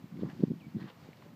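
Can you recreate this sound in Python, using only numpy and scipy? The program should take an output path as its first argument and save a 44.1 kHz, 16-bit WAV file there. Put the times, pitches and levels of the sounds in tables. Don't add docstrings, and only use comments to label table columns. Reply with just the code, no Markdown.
import sys
import numpy as np
from scipy import signal
from scipy.fft import rfft, irfft, next_fast_len
from scipy.io import wavfile
from scipy.ndimage import uniform_filter1d

SR = 44100
rng = np.random.default_rng(int(sys.argv[2]) if len(sys.argv) > 2 else 0)


def waveform_to_disk(signal):
    frames = np.transpose(np.atleast_2d(signal))
    scaled = np.clip(frames, -1, 1) * 32767
    samples = np.round(scaled).astype(np.int16)
    wavfile.write(sys.argv[1], SR, samples)


N = 59535
TIME_S = np.arange(N) / SR

# time in seconds, peak level in dB, contact width in ms.
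HOOF_CONTACTS = [(0.0424, -35.5, 1.28), (0.058, -43.5, 1.2), (0.1245, -39.5, 1.46), (.1425, -39, 1.3),
                 (.1710, -39.5, 1.74), (.1940, -35.5, 0.81), (.2240, -33.5, 0.83), (0.234, -23, 0.73),
                 (0.2452, -28, 1.2), (0.2581, -35, 1), (0.3332, -37.5, 1.15), (0.399, -34, 0.94),
                 (0.4068, -30.5, 0.98), (0.4265, -29.5, 0.77), (0.4321, -26, 1.3), (0.4374, -12, 0.92),
                 (0.442, -32, 1.04), (0.4743, -37, 1.36), (0.4821, -32, 1.06), (0.504, -31, 0.99),
                 (0.5091, -25, 1.15), (0.5171, -24, 0.99), (0.5379, -36.5, 1.14), (.5590, -41, 1.23),
                 (0.6683, -38, 1.33), (0.682, -40, 1.3), (.7490, -30.5, 1.3), (.7540, -31.5, 1.67),
                 (0.7591, -29, 1.43), (0.7679, -25.5, 1.16), (.7870, -36, 0.92), (0.7965, -40, 0.8),
                 (0.8249, -37, 0.92), (0.8428, -35, 1.05), (1.0590, -46.5, 1.04), (1.0893, -38.5, 0.84),
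                 (1.2651, -42.5, 0.76)]
# time in seconds, level in dB.
TREAD_LEVELS = [(0, -52.5), (.085, -63), (.14, -48), (.205, -41), (.28, -39), (.315, -55.5), (.37, -47),
                (.42, -41), (.465, -47), (.53, -44.5), (.59, -53.5), (.645, -54), (.71, -57.5),
                (.78, -44.5), (.855, -46.5), (.94, -68.5), (1.05, -56.5), (1.16, -64), (1.35, -53)]
# peak time in seconds, level in dB,
# rise and fall time constants in seconds, tuft pitch in Hz.
GRASS_BRUSHES = [(0.209, -61.5, 0.022, 0.023, 3500), (0.256, -57, 0.053, 0.039, 1070),
                 (.302, -52, 0.0096, 0.011, 1870), (.435, -66.5, 0.12, 0.087, 4800),
                 (0.439, -52.5, .004, 0.0065, 754), (0.807, -57, 0.016, 0.055, 1710),
                 (.815, -60.5, 0.028, 0.039, 3900), (.882, -58, 0.031, 0.048, 1110),
                 (0.898, -55.5, 0.036, 0.016, 2830), (0.905, -54.5, 0.0048, 0.01, 557),
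                 (1.20, -69, 0.1, 0.054, 3140), (1.26, -66.5, 0.11, 0.11, 563)]
# frequency in Hz, relative density in dB.
GRASS_SPECTRUM = [(400, 4.5), (600, 2.5), (1050, 2), (1400, -4), (1850, -2), (2400, -11), (3700, -11),
                  (4900, -14), (6000, -20.5), (9000, -31.5), (14000, -37.5)]
# start in seconds, peak level in dB, pitch in Hz.
SNAPS_AND_CHIRP = [(.170, -53.5, 1980), (.300, -44.5, 1820), (.316, -51, 2470), (0.828, -47.5, 1670),
                   (0.9017, -45.5, 2760), (1.131, -49.5, 2300), (1.171, -54, 3400), (1.222, -52.5, 2280),
                   (1.224, -49.5, 1140)]
# frequency in Hz, relative density in dB.
WIND_SPECTRUM = [(25, -29.5), (60, -10.5), (130, 7), (280, -4.5), (500, -6), (750, -7.5), (1050, -10),
                 (1400, -13.5), (2300, -15), (3300, -20), (4700, -21.5), (5800, -27), (7500, -30.5)]
# frequency in Hz, relative density in dB.
HISS_SPECTRUM = [(3000, -1.5), (8000, -3.5), (9700, -8), (11000, -3.5), (12500, 0.5), (15000, 1)]


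def hoof_thuds(rim_width_ms=0.47, rim_db=-26.5):
    out = np.zeros(N)
    for time_s, peak_db, width_ms in HOOF_CONTACTS:
        force = contact_pulse(time_s, width_ms) + from_db(rim_db) * contact_pulse(time_s, rim_width_ms)
        thud = turf(force)
        out += from_db(peak_db) * thud / np.abs(thud).max()
    return out


def contact_pulse(time_s, width_ms):
    offset_squared = np.minimum(((TIME_S - time_s) * 1000 / width_ms) ** 2, 160)
    return (1 - offset_squared) * np.exp(-.5 * offset_squared)


def turf(force, mic_low_cut_hz=98, ring_hz=163.3, bandwidth_hz=51.4, ring_gain=0.97):
    thud = signal.sosfilt(signal.butter(2, mic_low_cut_hz, "high", fs=SR, output="sos"), force)
    ring = signal.lfilter(*signal.iirpeak(ring_hz, ring_hz / bandwidth_hz, fs=SR), thud)
    return thud + ring_gain * ring


def light_treads(treads_per_s=150, width_ms=1.16, spread_db=2.5):
    force = np.zeros(N)
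    for k, (jitter, strength) in enumerate(rng.standard_normal((400, 2))):
        time_s = (k + .4 * jitter) / treads_per_s
        if time_s < TIME_S[-1]:
            force += from_db(spread_db * strength) * contact_pulse(time_s, width_ms)
    patter = turf(force)
    running_rms = np.sqrt(uniform_filter1d(patter ** 2, size=2600) + 1e-9)
    level_db = np.interp(TIME_S, *np.transpose(TREAD_LEVELS))
    return patter / running_rms * from_db(level_db)


def grass_rustle(crackles_per_s=2500, spread_db=3, tuft_q=2.27, ring_gain=2.65):
    out = np.zeros(N)
    for peak_s, level_db, rise_s, fall_s, tuft_hz in GRASS_BRUSHES:
        sizes = from_db(spread_db * np.minimum(rng.exponential(1, N), 3))
        signs = rng.choice([-1, 1], N)
        onsets = rng.random(N) < crackles_per_s / SR
        crackles = colour(sizes * signs * onsets, GRASS_SPECTRUM)
        ring = signal.lfilter(*signal.iirpeak(tuft_hz, tuft_q, fs=SR), crackles)
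        swell = np.exp(-np.maximum((peak_s - TIME_S) / rise_s, (TIME_S - peak_s) / fall_s))
        out += from_db(level_db) * swell * unit_rms(crackles + ring_gain * ring)
    return out


def snaps_and_chirp(decay_s=0.0019, width_octaves=0.53):
    out = np.zeros(N)
    edge_ratio = 2 ** (width_octaves / 2)
    for start_s, peak_db, hz in SNAPS_AND_CHIRP:
        band = signal.butter(2, [hz / edge_ratio, hz * edge_ratio], "band", fs=SR, output="sos")
        envelope = (TIME_S >= start_s) * np.exp(-np.abs(TIME_S - start_s) / decay_s)
        burst = envelope * signal.sosfilt(band, rng.standard_normal(N))
        out += from_db(peak_db) * burst / np.abs(burst).max()
    return out


def bird_whistle(start_s=.598, length_s=0.074, level_db=-62.5):
    note_hz, drop_hz, settle_s = 2253, 1400, .0105
    attack_s, release_s = 0.0084, 0.01
    echo_db, echo_decay_s = -13, 0.027
    age_s = np.maximum(TIME_S - start_s, 0)
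    pitch_hz = note_hz + drop_hz * np.exp(-age_s / settle_s)
    attack = np.sqrt(np.clip(age_s / attack_s, 0, 1))
    release = np.clip((length_s - age_s) / release_s, 0, 1)
    whistle = attack * release * np.sin(2 * np.pi * np.cumsum(pitch_hz) / SR)
    scatter = rng.standard_normal(N) * np.exp(-TIME_S / echo_decay_s)
    echo = signal.fftconvolve(whistle, scatter / np.linalg.norm(scatter))[:N]
    return from_db(level_db) * (whistle + from_db(echo_db) * echo)


def wind(level_db=-60, waver_db=1.56):
    drift = np.interp(TIME_S, np.linspace(0, TIME_S[-1], 14), rng.standard_normal(14))
    return from_db(level_db + waver_db * drift) * colour(rng.standard_normal(N), WIND_SPECTRUM)


def microphone_hiss(level_db=-76):
    return from_db(level_db) * colour(rng.standard_normal(N), HISS_SPECTRUM)


def colour(x, spectrum):
    hz, db = np.transpose(spectrum)
    size = next_fast_len(N + 2000)
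    bin_hz = np.maximum(np.arange(size // 2 + 1) * SR / size, 1)
    skirts = np.minimum(1, np.minimum(bin_hz / hz[0], hz[-1] / bin_hz)) ** 5
    gain = skirts * from_db(np.interp(np.log(bin_hz), np.log(hz), db))
    return unit_rms(irfft(rfft(x, size) * gain, size)[:N])


def from_db(db):
    return 10 ** (np.asarray(db) / 20)


def unit_rms(x):
    return x / np.sqrt(np.mean(x ** 2) + 1e-20)


def scene():
    rams = hoof_thuds() + light_treads() + grass_rustle()
    return (rams + snaps_and_chirp() + bird_whistle() + wind() + microphone_hiss())[None]


def record(dry):
    cutoff_hz = 15400
    return signal.sosfilt(signal.ellip(12, .1, 70, cutoff_hz, fs=SR, output="sos"), dry)


dry = scene()
out = record(dry)
waveform_to_disk(out)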